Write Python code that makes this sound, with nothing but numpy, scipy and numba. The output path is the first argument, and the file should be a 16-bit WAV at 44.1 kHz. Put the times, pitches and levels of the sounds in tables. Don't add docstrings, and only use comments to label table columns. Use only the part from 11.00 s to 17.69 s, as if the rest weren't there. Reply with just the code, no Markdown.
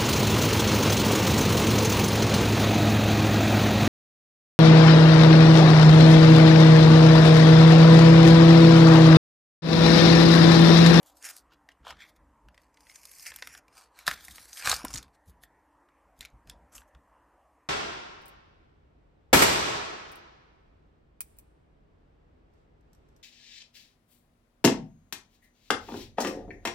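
import sys
import numpy as np
from scipy import signal
from scipy.fft import rfft, irfft, next_fast_len
from scipy.io import wavfile
from scipy.ndimage import uniform_filter1d
from numba import njit

SR = 44100
rng = np.random.default_rng(int(sys.argv[2]) if len(sys.argv) > 2 else 0)


def store_wav(level_fs):
    pcm = np.round(np.clip(np.atleast_2d(level_fs), -1, 1) * 32767)
    wavfile.write(sys.argv[1], SR, pcm.T.astype(np.int16))


def boost_factor(decibels):
    exponent = np.asarray(decibels, float) / 20
    return 10 ** exponent


N = 294971

# time in seconds, level in dB, dullness in dB.
PEEL = [
    (1.76, -81, -1),
    (1.914, -63, -1),
    (2.075, -62.5, -3),
    (2.22, -57.5, -6),
    (2.275, -42.5, 1.5),
    (2.33, -61, 2.5),
    (2.45, -60.5, 3.5),
    (2.548, -57, 3),
    (2.595, -60.5, 1.5),
]


def level(x, db):
    return x * boost_factor(db) / np.sqrt(np.mean(x ** 2))


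def even(x):
    return x / np.sqrt(uniform_filter1d(x ** 2, size=3000) + 1e-18)


def band(x, lo_hz, hi_hz, order=2):
    sos = signal.butter(order, [lo_hz, min(hi_hz, .45 * SR)], "band", fs=SR, output="sos")
    return signal.sosfilt(sos, x)


@njit
def svf(x, hz, width):
    y, b, l = np.empty(len(x)), 0., 0.
    for i in range(len(x)):
        g, k = np.tan(np.pi * hz[i] / SR), width / hz[i]
        v = (b + g * (x[i] - l)) / (1 + g * (g + k))
        b, l, y[i] = 2 * v - b, l + 2 * g * v, k * v
    return y


def walk(rate):
    k = int(SR / rate)
    held = np.repeat(rng.standard_normal(N // k + 1), k)
    return 1.3 * uniform_filter1d(uniform_filter1d(held, k), k)[:N]


def columns(table):
    s, *cols = np.transpose(table)
    return [np.interp(np.arange(N) / SR, s, c) for c in cols]


def fibres(rate, spread_db, puff_ms, bed_db):
    size_db = np.minimum(spread_db * rng.exponential(size=N), 22)
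    sizes = (rng.random(N) < rate / SR) * boost_factor(size_db)
    puffs = signal.lfilter([1], [1, -np.exp(-1000 / puff_ms / SR)], sizes)
    return level(puffs, 0) + boost_factor(bed_db)


def pulls():
    # peak time in seconds, rise in ms, fall in ms, level in dB,
    # dullness in dB.
    handling = [(0.09, 81, 50, -65.5, -6.5), (0.18, 41, 60, -70, -6.5), (0.251, 31, 88.4, -45.5, 0),
                (0.385, 140, 30, -62, -8.5), (0.53, 30, 25, -65.5, 4.5), (0.69, 4.6, 45, -65, 6.5),
                (0.89, 43, 50, -49, 12), (1.025, 65, 40, -55, 9.5), (1.088, 54, 30, -63, -0.5),
                (1.163, 14, 22, -72.5, -1.5), (1.63, 150, 90, -78, 1.5), (2.79, 81, 90, -58, 1.5),
                (3.0, 62, 80, -57.5, 2), (3.075, 18, 130, -41, 0.5), (3.955, 29, 95, -52.5, 3.5),
                (4.15, 22, 15, -71, 2.5), (4.285, 37, 50, -71.5, -7.5), (4.437, 25.3, 25, -62, -6.5),
                (5.185, 30, 25, -73, -4.5), (5.212, 12, 75, -57.5, 3.5), (5.503, 44, 40, -64, 2.5),
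                (5.753, 38, 75, -57, -2), (5.885, 15, 15, -78.5, -1)]
    # time in seconds, level in dB, dullness in dB.
    tear = [
        (3.202, -59, -4.5),
        (3.352, -56.5, -5),
        (3.524, -61.5, -3),
        (3.542, -54, -7.5),
        (3.622, -44, 3.5),
        (3.695, -27, 2),
        (3.755, -42, -0.5),
        (3.822, -54.5, 7),
        (3.928, -54.5, 1),
    ]
    edge_db, roundness = 20, 1.7
    body_per_quiet = 0.15
    t = np.arange(N) / SR
    total, dull = 1e-9, 0
    for peak, rise_ms, fall_ms, db, dull_db in handling:
        away = np.where(t < peak, (peak - t) / rise_ms, (t - peak) / fall_ms) * 1000
        drop_db = edge_db * np.minimum(away, 3) ** roundness
        gain = boost_factor(db - drop_db) * (away < 3)
        total = total + gain
        dull = dull + gain * (dull_db + body_per_quiet * np.minimum(drop_db, edge_db))
    for pull in (PEEL, tear):
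        db, dull_db = columns(pull)
        active = 1. * (t > pull[0][0]) * (t <= pull[-1][0])
        gain = boost_factor(db) * uniform_filter1d(active, size=300)
        total, dull = total + gain, dull + gain * dull_db
    return total, dull / total


def rustle():
    # time in seconds, fold resonance in Hz, flap resonance in Hz.
    opening = [(0.1, 3480, 1040), (0.25, 5800, 1760), (0.4, 4800, 1290), (0.52, 2780, 940),
               (0.7, 3000, 1840), (0.9, 2950, 990), (1.03, 3350, 2150), (1.9, 5400, 2390),
               (2.25, 5100, 2060), (2.55, 5830, 1840), (2.8, 4880, 1200), (3.2, 3490, 1700),
               (3.59, 5200, 1800), (3.68, 4080, 1400), (3.85, 5670, 1200), (4.44, 3296, 1844),
               (5.25, 4000, 1980), (5.75, 6470, 1324)]
    # frequency in Hz, width in Hz, level in dB.
    card_modes = [
        (830, 470, 0.5),
        (2280, 510, -5.5),
    ]
    strength, dull_db = pulls()
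    air_db = -3.5 - 1.1 * dull_db
    fold_hz, flap_hz = columns(opening)
    grain = fibres(rate=420, spread_db=3.8, puff_ms=1.2, bed_db=0.5)
    grain = even(grain * boost_factor(2.2 * walk(35)))
    rub = grain * rng.standard_normal(N)

    body = boost_factor(-1.5) * svf(svf(rub, flap_hz, 1100.0), flap_hz, 1100.0)
    for hz, width_hz, db in card_modes:
        drive = np.minimum(hz / flap_hz, 1) ** 2.1
        body = body + boost_factor(db) * drive * svf(rub, np.full(N, 1. * hz), 1. * width_hz)

    above = svf(svf(rub, 1.22 * fold_hz, 3400.0), 1.213 * fold_hz, 3400.0)
    above = above + boost_factor(-4.0) * svf(svf(rub, 1.7 * fold_hz, 6000.), 1.7 * fold_hz, 6000.)
    first = svf(svf(rub, fold_hz, 1000.), fold_hz, 1000.)
    fold = boost_factor(-1.5 * np.maximum(dull_db, 0)) * above + boost_factor(-1.5) * first

    air = band(rub, 5700, 21000) + boost_factor(-2.0) * svf(rub, 9800 + 1500 * walk(3.8), 730.0)
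    mix = even(fold) + boost_factor(.6 * dull_db - 1.5) * even(body) + boost_factor(air_db + 4.0) * even(air)

    begin, end = PEEL[0][0], PEEL[-1][0]
    peeling, = columns([(begin - .1, 0), (begin, 1), (end, 1), (end + .1, 0)])
    gap_depth, gap_width_hz = .75, 1100.
    mix = mix - gap_depth * peeling * svf(mix, (fold_hz + flap_hz) / 2, gap_width_hz)
    return strength * mix


def snap(peak_db, ring_hz, air_db, thud_db, noise):
    t = np.arange(noise.shape[1]) / SR
    fade = np.minimum(t / 0.00061, 1) * np.exp(-t / 0.0022)
    slow = np.minimum(t / .002, 1) * np.exp(-t / .003)
    ring = svf(fade * noise[0], np.full(len(t), 1. * ring_hz), 0.11 * ring_hz)
    crack = band(fade * noise[0], 1000, np.clip(2.6 * ring_hz, 4000, 9000))
    air = band(fade ** 0.8 * noise[1], 6000, 18000)
    thud = band(slow * noise[2], 550, 1300)
    weights = boost_factor(np.array([-4., -7., air_db + 2.5, thud_db + 0.14]))
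    parts = (ring, crack, air, thud)
    return boost_factor(peak_db) * sum(w * p / np.abs(p).max() for w, p in zip(weights, parts))


def snaps():
    # start in seconds, peak in dB, ring in Hz, air in dB.
    grip = [(0.0297, -46, 10180, -9.5), (0.0706, -55.5, 9180, -10.5), (0.17, -48.5, 9130, -2),
            (0.2253, -36.5, 6875, -18), (0.2497, -31.5, 7050, -30), (0.2881, -32, 7460, -25),
            (0.2984, -30.5, 14000, -15), (0.3074, -33.5, 6980, -21), (0.3645, -36.5, 9470, -10.5),
            (0.5201, -50, 1400, -29.5), (0.6887, -39, 1920, -44), (0.7172, -51, 2850, -32.5),
            (0.8673, -35, 1000, -19.5), (0.9052, -31.5, 1907, -23.5), (4.4352, -42, 1862, -18),
            (4.8873, -57.5, 1320, -27.5), (5.1905, -51.5, 6300, 0), (5.2078, -28.5, 3600, -10.5),
            (5.2275, -42.5, 2252, -10), (5.25, -34, 2382, -8), (5.2552, -37, 3900, -18),
            (5.3012, -60, 6605, -12), (5.4734, -49.5, 2550, -5.5), (5.4973, -32, 3488, -9.5),
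            (5.7379, -50.5, 7040, -15), (5.7516, -36, 6670, -14), (5.7797, -38, 2833, -6),
            (5.8176, -49.5, 1530, -16), (5.9488, -49.5, 1433, -28.5)]
    creases = [(1.4851, -45.5, 1816, -14), (1.544, -50.5, 1846, -7.5), (1.5772, -43.5, 1980, -27),
               (1.617, -56, 5500, -6.5), (1.7429, -57, 5200, -5.5), (1.7718, -46.5, 2272, -21),
               (1.806, -47.5, 5160, -9.5), (1.8326, -55.5, 4740, -13.5), (1.8683, -45.5, 1998, -24.5),
               (1.897, -41, 2240, -22), (1.915, -46, 2187, -10.5), (1.9578, -33.5, 5980, -11),
               (2.0533, -36, 4900, 1.5), (2.114, -38.5, 10590, -6), (2.1957, -37, 5250, -11),
               (2.2607, -34.5, 2035, -6.5), (2.318, -34, 1700, -24.5), (2.3395, -41, 2400, -5.5),
               (2.3605, -27, 13000, -4.5), (2.3867, -41.5, 2080, -5), (2.4229, -27, 1940, -24),
               (2.4722, -30, 2083, -6), (2.5498, -38, 1779, -12), (2.681, -49, 2434, -11.5),
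               (2.7794, -45, 2320, -11.5), (2.989, -37.5, 2264, -3)]
    rip = [(3.0664, -24, 3900, -6), (3.0778, -8.5, 1696, -14), (3.085, -25, 4070, -17),
           (3.1122, -19, 1840, -11), (3.249, -45, 3440, 7), (3.2818, -34.5, 1900, -13),
           (3.311, -36.5, 3340, -8), (3.3818, -34, 1870, -19), (3.53, -31, 6110, -10),
           (3.5714, -31, 3270, -13.5), (3.6725, -13, 1747, -11), (3.695, -11, 6500, -13),
           (3.7076, -25, 1180, -11), (3.7144, -12.5, 3930, -10.5), (3.7272, -18.5, 1239, -17),
           (3.7404, -19.5, 4708, -8.5), (3.7472, -26.5, 4580, -13), (3.7634, -26.5, 5430, -17.5),
           (3.849, -27.5, 1100, 0.5), (3.8817, -31, 5150, -20.5), (3.9306, -30.5, 6990, -15),
           (3.939, -20.5, 5300, -19.5), (3.945, -24, 6780, -14.5), (3.9571, -21.5, 6860, -12.5),
           (3.9614, -26, 4466, -16), (3.973, -29, 6800, -21.5), (3.9779, -26, 5540, -24.5),
           (3.9837, -27.5, 6590, -21), (4.0276, -39, 4010, -13), (4.0805, -55.5, 1244, -11.5)]
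    out = np.zeros(N + 4096)
    for s, peak_db, ring_hz, air_db in np.vstack([grip, creases, rip]):
        start = int(s * SR)
        thud_db = 1 - 17 * np.log2(ring_hz / 1000)
        noise = rng.standard_normal((3, 2048))
        out[start:start + 2048] += snap(peak_db, ring_hz, air_db, thud_db, noise)
    return out[:N]


def bumps():
    # start in seconds, peak in dB, frequency in Hz.
    thumps = [(0.019, -67, 51.1), (0.096, -73, 55.5), (0.809, -52, 57.4), (0.918, -53, 61),
              (1.098, -68.5, 56.5), (1.187, -57, 51.1), (1.45, -51.5, 53.5), (2.17, -64, 55),
              (2.3, -58.5, 60.3), (2.449, -58, 52.4), (2.75, -71.5, 50.6), (3.077, -36, 161),
              (3.298, -52.5, 49.6), (3.4, -59.5, 50), (3.5, -63.5, 53), (3.641, -49, 108),
              (3.67, -35.5, 120), (3.707, -36.5, 77), (3.842, -25, 281), (3.941, -34.5, 123),
              (4.276, -41.5, 73.6), (4.748, -69.5, 58.7), (4.908, -72, 55.6), (5.194, -50.5, 51.1),
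              (5.33, -46, 51.7), (5.469, -47, 55), (5.747, -57.5, 109), (5.949, -50, 62.6)]
    rest_db, sway_db, limit_db, sway_s = -76, -11, -42.5, 0.073
    t = np.arange(N) / SR
    low = boost_factor(rest_db)
    for s, peak_db, _ in thumps:
        low = low + boost_factor(min(peak_db, limit_db) + sway_db) * (t > s) * np.exp(-np.abs(t - s) / sway_s)
    low = uniform_filter1d(low, size=1500)
    push = boost_factor(3.8 * walk(7.2))
    sway = level(band(rng.standard_normal(N), 42, 69, order=3), 0)
    knock = level(band(rng.standard_normal(N), 54, 320), -4.5) * boost_factor(0.83 * walk(36))
    out = low * push * (sway + knock)
    for s, peak_db, hz in thumps:
        cycles = np.maximum(t - s, 0) * hz
        swing = np.sin(2 * np.pi * cycles) + .4 * np.sin(2 * np.pi * 2.3 * cycles)
        out = out + boost_factor(peak_db + 7.0) * cycles * np.exp(-cycles / .7) * swing
    return out


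def room_tone():
    # frequency in Hz, density in dB per Hz.
    room = [(120, -52), (200, -39), (282, -0.5), (363, -5), (435, -8), (734, -5.5), (998, -2.5),
            (1490, -14), (1880, -13.5), (2090, -19.5), (3010, -27.5), (3670, -35), (8120, -31),
            (15000, -37.5)]
    # start in seconds, end in seconds, frequency in Hz, level in dB.
    hum = (6.42, 6.55, 640, -74)
    swell = walk(0.9)
    hz, db = np.transpose(room)
    size = next_fast_len(N)
    octave = np.log2(np.fft.rfftfreq(size, 1 / SR) + 1)
    spectrum = rfft(rng.standard_normal(size)) * boost_factor(np.interp(octave, np.log2(hz), db))
    out = irfft(spectrum, size)[:N]
    for centre in np.arange(7.5, 11.6, 1 / 3):
        share = np.cos(np.pi / 2 * np.clip(3 * (octave - centre), -1, 1)) ** 2
        flicker = boost_factor(.9 * swell + .7 * walk(3) + 2.8 * walk(18))
        out = out + irfft(spectrum * share, size)[:N] * (flicker - 1)
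    start, end, whine_hz, whine_db = hum
    t = np.arange(N) / SR
    arch = np.sin(np.pi * np.clip((t - start) / (end - start), 0, 1))
    whine = arch * np.sin(2 * np.pi * whine_hz * t)
    return level(out, -67) + boost_factor(whine_db) * whine


def scene():
    pack = rustle() + snaps()
    t = np.arange(SR // 2) / SR
    t60_s, echo_db = 0.14, -17
    decay = (t > .003) * np.exp(-np.log(1000) * t / t60_s)
    echo = band(rng.standard_normal(len(t)), 500, 5200) * decay
    wet = signal.fftconvolve(pack, echo / np.sqrt(np.sum(echo ** 2)))[:N]
    mono = pack + boost_factor(echo_db) * wet + bumps() + room_tone()
    return np.array([mono, mono])


def swap_noise(mono, size=2048, group=48):
    swap_hz = [4300, 5000, 7000, 9200, 14000]
    swap_share = [0.07, .18, .32, 0.36, 0.6]
    hz, _, spec = signal.stft(mono, SR, nperseg=size)
    power = uniform_filter1d(np.abs(spec) ** 2, group, axis=0)
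    frames = spec.shape[1]
    chance = uniform_filter1d(rng.standard_normal((len(hz) // group + 1, frames)), size=2, axis=1)
    rank = chance.argsort(axis=1).argsort(axis=1) / frames
    rank = np.repeat(rank, group, axis=0)[:len(hz)]
    short = np.add.reduceat(np.diff(mono, prepend=0) ** 2, np.arange(0, N, size // 16)) + 1e-18
    jump = short / (uniform_filter1d(short, size=24) + 1e-18)
    attack = np.convolve(jump > 7.5, np.ones(12), "same")[::8] > 0
    steady = ~np.resize(attack, frames)
    patch = (rank < np.interp(hz, swap_hz, swap_share, left=0)[:, None]) & steady
    shape = np.sqrt(uniform_filter1d(short, size=2) / (uniform_filter1d(short, size=16) + 1e-18))
    shape = np.repeat(shape, size // 16)[:N]
    sides = []
    for _ in range(2):
        _, _, noise = signal.stft(shape * rng.standard_normal(N), SR, nperseg=size)
        noise = noise * np.sqrt(power / np.mean(np.abs(noise) ** 2))
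        sides.append(signal.istft(np.where(patch, noise, spec), SR, nperseg=size)[1][:N])
    return np.array(sides)


def top_cut(x):
    return signal.sosfilt(signal.butter(12, 15640, fs=SR, output="sos"), x)


def record(dry):
    dipped = dry[0] - .85 * svf(dry[0], np.full(N, 372.), 55.)
    low_pass = signal.ellip(8, .2, 42, 14350, fs=SR, output="sos")
    mix = signal.sosfilt(low_pass, swap_noise(dipped))
    return top_cut(mix)


dry = scene()
out = record(dry)
store_wav(out)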